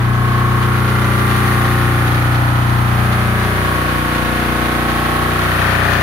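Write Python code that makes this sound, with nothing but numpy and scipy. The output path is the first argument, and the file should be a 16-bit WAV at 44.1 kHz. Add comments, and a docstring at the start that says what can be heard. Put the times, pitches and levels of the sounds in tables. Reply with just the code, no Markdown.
"""In a wooden shed, a diesel generator runs governed near 1800 rpm; the microphone is carried from the doorway
to low beside its frame, then rises over it. Exhaust pulses, summed as crank orders, drone in standing waves.
Knocks come round on every turn and ring the frame and block as dense echoes; a sheet-metal cover, a side panel
and the cylinder head sing as decaying modes. Valve gear rattles in noise bursts, timing gears whine as sines,
cooling air hisses as filtered noise over a soft rumble."""
import sys
import numpy as np
from scipy import signal
from scipy.fft import rfft, irfft, next_fast_len
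from scipy.io import wavfile
from scipy.ndimage import map_coordinates

SR = 44100
rng = np.random.default_rng(int(sys.argv[2]) if len(sys.argv) > 2 else 0)


def transcribe(u):
    """Save the signal u as a 16-bit wav file named by the first command-line argument.

    u: samples, shape (n,) or (channels, n), limited to [-1, 1]; the rate is SR.
    q: integer samples, one column per channel.
    """
    v = np.clip(np.atleast_2d(u).T, -1, 1)
    q = np.round(v * 32767).astype(np.int16)
    wavfile.write(sys.argv[1], SR, q)


N = 265482
TIME = np.arange(N) / SR  # seconds
CRANK_HZ = 29.965  # turns per second
BAND_LIMIT_HZ = 15750

# The walk: time_s, place (0 at the doorway, 1 low beside the frame)
WALK = [(0, 0.061), (1.35, 0.21), (3.3, 0.58), (3.9, 0.87), (4.4, 1), (4.8, 0.97), (5.2, 0.877), (5.7, 0.7)]
# Between these two places the machine's own near field takes over from the shed
NEAR_FROM, NEAR_TO = 0.39, 0.94
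# At the end the microphone rises over the frame
RISE_AT_S, RISE_TAKES_S = 5.23, 0.56
# Balance of the machine, left minus right: before the rise, and what the rise adds to swing it left
PAN_DB, PAN_ABOVE_DB = -0.2, 5.5
# How openly the machine is heard past the door post and its own frame; only departures from
# the mean count: time_s, level_db
OPENNESS = [(0.0, -44.5), (1.41, -33.5), (2.58, -39), (3.6, -37), (4.04, -39), (5.48, -37), (6.02, -40)]

# Exhaust drone and its standing wave: crank_order, far_db, near_db, node_place,
# node_spacing (in places), reflected_share (0-1)
DRONE = [(1, -50, -50, 0.1, 1.2, 0.05), (2, -27, -26, 0.07, 0.8, 0.1), (3, -27, -20.5, 0.96, 1.28, 0.65),
         (4, -16, -30, 0.24, 0.63, 0.18), (5, -32.5, -30, 0.55, 0.62, 0.52),
         (6, -31, -33.5, 0.29, 0.67, 0.5), (7, -28, -32, 0.033, 0.372, 0.33),
         (8, -34, -31, 0.12, 0.536, 0.25), (9, -37.5, -41, 0.72, 0.86, 0.64),
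         (10, -36.5, -33.5, 0.014, 0.563, 0.61), (11, -39.5, -31.5, 0.73, 1.02, 0.7),
         (12, -33.5, -34, 0.53, 0.53, 0.38), (13, -44.5, -40, 0.048, 0.402, 0.8),
         (14, -41, -37, 0.38, 0.55, 0.76), (18, -59, -38, 0.01, 0.179, 0.36)]
# The shed's lowest resonances, which shift the drone's phases: centre_hz, half_width_hz
SHED_RESONANCES = [(66, 2.9), (140, 4.3), (225, 8.8), (318, 13.3)]

# Blows in each turn (valve seat, combustion, piston slap, injection pump): crank_angle_turns, level_db
KNOCKS = [(.02, -2), (.3, 0), (.54, -1), (.78, -2.5)]
# Ring of the frame: pitch_hz, relative_level_db
FRAME_RING = [(300, -11), (450, -4), (530, 0.5), (600, -4), (780, 1), (900, -4), (1020, -5), (1250, -5.5),
              (2000, -30)]
# Ring of block and shed at the doorway: pitch_hz, relative_level_db
BLOCK_RING_FAR = [(700, -33), (1000, -2.5), (1170, 2.5), (1290, -1.5), (1450, 1.5), (1800, -3.5),
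                  (2100, -4.5), (2400, -14.5), (3500, -24), (5000, -38), (8000, -52)]
# The same from beside the frame: pitch_hz, relative_level_db
BLOCK_RING_NEAR = [(700, -45), (1000, -3), (1170, 3), (1400, 9.5), (1550, 10), (1800, 8), (2100, 5),
                   (2500, 0), (3500, -6.5), (5000, -19), (8000, -60)]

# Modes of the sheet-metal cover: pitch_hz, relative_level_db, t60_s
COVER_MODES = [(1079, -2, .17), (1109, 0, .17), (1139, -6, .14)]
# Modes of a side panel: pitch_hz, relative_level_db, t60_s
PANEL_MODES = [(780, -13, .1), (1260, -2, .1), (1289, 0, .14), (1410, -9.5, .08)]
# Modes of the cylinder head: pitch_hz, relative_level_db, t60_s
HEAD_MODES = [(1620, -7, .04), (1785, 0, .025), (1860, 0, .028), (2460, -11, .04)]

# Timing-gear whine: crank_order, level_db (before flutter)
GEARS = [(82, -45), (102, -46), (117, -47.5)]
# Colour of the valve-gear rattle: pitch_hz, relative_level_db
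RATTLE_COLOUR = [(300, -20), (600, 1.5), (1200, 5), (1800, 3), (2500, -0.5), (3600, -4.5), (4400, -7),
                 (5200, -15), (6500, -15), (7700, -27), (10000, -25.5)]
# Colour of the cooling air: pitch_hz, relative_level_db
AIR_COLOUR = [(3240, 1), (5500, -9), (6530, -6), (7750, -11.5), (9560, 6.5), (10100, 5.5), (12600, 3),
              (15100, -2), (15700, -6.5)]
# Colour of the fan rumble: pitch_hz, relative_level_db
RUMBLE_COLOUR = [(15, -18), (30, -23), (60, 6.5), (120, 0.5), (250, -3), (400, -4), (700, -13.5),
                 (1500, -40)]

# How loud each part is, one row each: base_db, db_per_db_of_openness, added_near_db, added_above_db
FRAME_LEVEL = (-28, 0.2, 2.9, 1.5)
BLOCK_LEVEL = (-24, 0.37, -0.5, 3.5)
PANEL_LEVEL = (-31, .7, -3, 0)
HEAD_LEVEL = (-34, 0.8, 1.5, 10)
RATTLE_LEVEL = (-26.5, 0.64, 1.5, 4)
AIR_LEVEL = (-35.5, 1, 2, 1.5)
# Level of the cover's ring before nearness is added: time_s, level_db
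COVER_LEVEL = [(0.0, -27.5), (0.42, -22.5), (1.11, -32.5), (3.52, -34), (3.69, -24.5), (4.39, -28.5),
               (5.18, -24), (5.85, -28), (6.02, -49)]

# Likeness of the two ports in a diffuse field: pitch_hz, likeness (-1 opposite, 0 unrelated, 1 same)
PORT_LIKENESS = [(100, -1), (250, 0.1), (500, 0.6), (1000, 0.18), (2000, -0.01), (4000, 0)]
# Balance of the microphone's ports: pitch_hz, left_minus_right_db
PORT_BALANCE = [(60, 2.5), (125, 3), (250, 2.3), (500, 1), (1000, 0), (2000, 0), (4000, 0), (8000, 1.6),
                (12000, 0.7)]


def exhaust(turns, place, near, angle=.52, late_turns=0.122, smear=0.93, waver_db=1.5,
            uneven_db=0.21, upper_db=0.0):
    """One pulse a turn as crank orders; each stands as a wave whose nodes the walk passes through."""
    drone = np.zeros(N)
    for order, far_db, near_db, node, spacing, reflected in DRONE:
        k = round(order)
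        # each resonance flips the phase of the orders above it, which spreads the pulse into a drone
        order_hz = k * CRANK_HZ
        lag = sum(np.arctan2(width, centre - order_hz) for centre, width in SHED_RESONANCES) - np.pi / 2
        # shorter waves reach the doorway late, by way of the walls, and drift in phase and level
        echo = np.clip(k / 2 - 2, 0, 1)
        delayed_turns = turns - angle - echo * late_turns * (1 - near)
        phase = 2 * np.pi * k * delayed_turns - lag + echo * smear * wobble(0.658)
        reflection = reflected * np.cos(phase + 2 * np.pi * (place - node) / spacing)
        wave = np.cos(phase) - reflection
        level_db = (1 - near) * far_db + near * near_db
        level_db = level_db + echo * (upper_db + waver_db * wobble(2.014))
        drone += np.sqrt(2) * amp(level_db) * wave
    return drone * amp(uneven_db * wobble(25))  # the whole drone is slightly uneven


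def knocking(turns, near, above):
    """The knocks repeat almost exactly, so their ring falls into lines one crank order apart."""
    trains = [blows(turns, [knock], jitter_s=.000035, scatter_db=1) for knock in KNOCKS]
    ring = sum(paths(train, t60=0.038, rise_s=0.0053) for train in trains)
    frame = loudness(FRAME_LEVEL, near, above) * diffuse(ring, FRAME_RING)
    block_far = (1 - near) * diffuse(ring, BLOCK_RING_FAR)
    block_near = near * diffuse(ring, BLOCK_RING_NEAR)
    block = loudness(BLOCK_LEVEL, near, above) * unit(block_far + block_near)
    return frame + block


def blows(turns, knocks, jitter_s, scatter_db):
    """One impulse per knock and turn, each a little off in time and strength."""
    train = np.zeros(N)
    for angle, db in knocks:
        when = np.interp(np.arange(int(turns[-1]) + 1) + angle, turns, TIME)
        late, size = rng.standard_normal((len(when), 2)).T
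        at = np.round((when + jitter_s * late) * SR).astype(int)
        inside = (at >= 0) & (when < TIME[-1]) & (at < N)
        strength = amp(db + scatter_db * size)
        train += np.bincount(at[inside], strength[inside], N)
    return train


def paths(train, t60, rise_s, step_s=0.5505, shed_db=-10, shed_t60=0.31):
    """Blows reach both ports over dense random echoes, crossfaded to a fresh set at every step."""
    t = TIME[:SR // 6]
    metal_decay = amp(-60 * t / t60)
    shed_decay = amp(shed_db - 60 * t / shed_t60)
    decay = (metal_decay + shed_decay) * (1 - np.exp(-t / rise_s))
    lead_in = np.pad(train, (len(t), 0), mode="wrap")  # the shed is already ringing
    out = np.zeros((2, N))
    for s in np.arange(0, TIME[-1] + step_s, step_s):
        at = np.flatnonzero(abs(TIME - s) < step_s)
        echoes = rng.standard_normal((2, len(t))) * decay
        span = lead_in[None, at[0]:at[-1] + len(t)]
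        heard = signal.fftconvolve(span, echoes, "full", axes=1)
        heard = heard[:, len(t) - 1:][:, :len(at)]
        out[:, at] += np.cos(np.pi / 2 * (TIME[at] - s) / step_s) * heard
    return out


def metalwork(turns, near, above, cover_near_db=1.0):
    """The cover, the side panel and the cylinder head each sing in their own modes, struck once a turn."""
    cover = struck(turns, .5, COVER_MODES, port_phase_rad=1.3, rise_s=.003)
    panel = struck(turns, .36, PANEL_MODES, port_phase_rad=1.3, rise_s=.002)
    head = struck(turns, .26, HEAD_MODES, port_phase_rad=1.5, rise_s=.0015)
    cover_db = curves(COVER_LEVEL)[0] + cover_near_db * near
    return (amp(cover_db) * cover
            + loudness(PANEL_LEVEL, near, above) * panel
            + loudness(HEAD_LEVEL, near, above) * head)


def struck(turns, angle, modes, port_phase_rad, rise_s):
    """Decaying modes hit once a turn, rms 1; the two ports hear them out of step."""
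    t = TIME[:SR // 5]
    train = blows(turns, [(angle, 0)], jitter_s=.00004, scatter_db=1)
    port_phase = np.array([[0], [port_phase_rad]])
    ring = sum(amp(db - 60 * t / t60) * np.sin(2 * np.pi * hz * t + port_phase) for hz, db, t60 in modes)
    soft_onset = (1 - np.exp(-t / rise_s)) ** 2
    return unit(signal.oaconvolve(train[None], ring * soft_onset, axes=1)[:, :N])


def rattle(turns, near, above, fade_turns=0.24, steady=1.0, scatter_db=4.5):
    """Valve gear and injectors chatter: steady noise swells unevenly at every knock, then fades."""
    bursts = np.zeros(N)
    for angle, db in KNOCKS:
        fade = np.exp(-((turns - angle) % 1) / fade_turns)
        bursts += amp(db + scatter_db * wobble(30)) * fade
    noise = diffuse(rng.standard_normal((2, N)), RATTLE_COLOUR)
    return loudness(RATTLE_LEVEL, near, above) * unit(steady + bursts) * noise


def gears(turns, flutter_db=3):
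    """Meshing teeth whine faintly and unevenly, differently at each port."""
    def port():
        whine = np.zeros(N)
        for order, db in GEARS:
            phase = 2 * np.pi * round(order) * turns + wobble(4)
            whine += amp(db + flutter_db * wobble(4.8)) * np.sin(phase)
        return whine
    return np.array([port(), port()])


def fan(turns, near, above, pulse_db=.5, rumble_db=-31):
    """Cooling air hisses through the fins, pulsing slightly with the crank, over a soft rumble."""
    flow_db = pulse_db * np.cos(2 * np.pi * (turns - .9)) + 0.26 * wobble(12)
    air = diffuse(rng.standard_normal((2, N)), AIR_COLOUR)
    hiss = loudness(AIR_LEVEL, near, above) * amp(flow_db) * air
    rumble = amp(rumble_db) * diffuse(rng.standard_normal((2, N)), RUMBLE_COLOUR)
    return hiss + rumble


def listener():
    """Where the microphone is: place along the walk, nearness 0-1 and height over the frame 0-1."""
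    place, = curves(WALK)
    near = ease((place - NEAR_FROM) / (NEAR_TO - NEAR_FROM))
    above = ease((TIME - RISE_AT_S) / RISE_TAKES_S)
    return place, near, above


def loudness(part, near, above):
    """Gain of a part as the view of it opens, the microphone nears it and rises over it."""
    base_db, follows, near_db, above_db = part
    open_db, = curves(OPENNESS)
    return amp(base_db + follows * (open_db - open_db.mean()) + near_db * near + above_db * above)


def diffuse(pair, spectrum):
    """Two signals become a coloured stereo field of rms 1; mid and side shares set the ports' likeness."""
    def shares(hz):
        turn = np.arccos(np.clip(along(PORT_LIKENESS, hz), -1, 1)) / 2
        return amp(along(spectrum, hz)) * [np.cos(turn), np.sin(turn)]
    mid, side = filtered(pair, shares)
    return unit(np.array([mid + side, mid - side]))


def filtered(x, response):
    """x times a response of frequency."""
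    size = next_fast_len(N + 8192)
    return irfft(rfft(x, size) * response(np.fft.rfftfreq(size, 1 / SR)), size)[..., :N]


def along(points, hz):
    """(Hz, value) points read on a log frequency axis."""
    f, v = np.transpose(points)
    return np.interp(np.log(hz + 1), np.log(f + 1), v)


def curves(rows):
    """One value per sample for each column after the time."""
    s, *cols = np.transpose(rows)
    return [np.interp(TIME, s, c) for c in cols]


def wobble(rate):
    """A smooth random curve, rate knots a second."""
    return map_coordinates(rng.standard_normal(int(N * rate / SR) + 4), [TIME * rate])


def ease(x):
    """A smooth step from 0 to 1."""
    x = np.clip(x, 0, 1)
    return x * x * (3 - 2 * x)


def amp(db):
    """Decibels to gain."""
    return 10 ** (np.asarray(db) / 20)


def unit(x):
    """Scaled to rms 1."""
    return x / np.sqrt(np.mean(x ** 2) + 1e-20)


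def scene():
    """Every source shares one crankshaft, whose governor lets the speed wander very slightly."""
    turns = np.cumsum(CRANK_HZ + .015 * wobble(3)) / SR
    place, near, above = listener()
    pan = amp(np.outer([.5, -.5], PAN_DB + PAN_ABOVE_DB * above))
    machine = knocking(turns, near, above) + metalwork(turns, near, above)
    machine = machine + rattle(turns, near, above) + gears(turns)
    return exhaust(turns, place, near) + pan * machine + fan(turns, near, above)


def record(dry):
    """The left port hears more bass and top treble; tall peaks are rounded and the band is limited."""
    heard = filtered(dry, lambda hz: amp(np.outer([.5, -.5], along(PORT_BALANCE, hz))))
    rounded = heard / (1 + (heard / .95) ** 8) ** (1 / 8)
    return filtered(rounded, lambda hz: hz < BAND_LIMIT_HZ)


dry = scene()
out = record(dry)
transcribe(out)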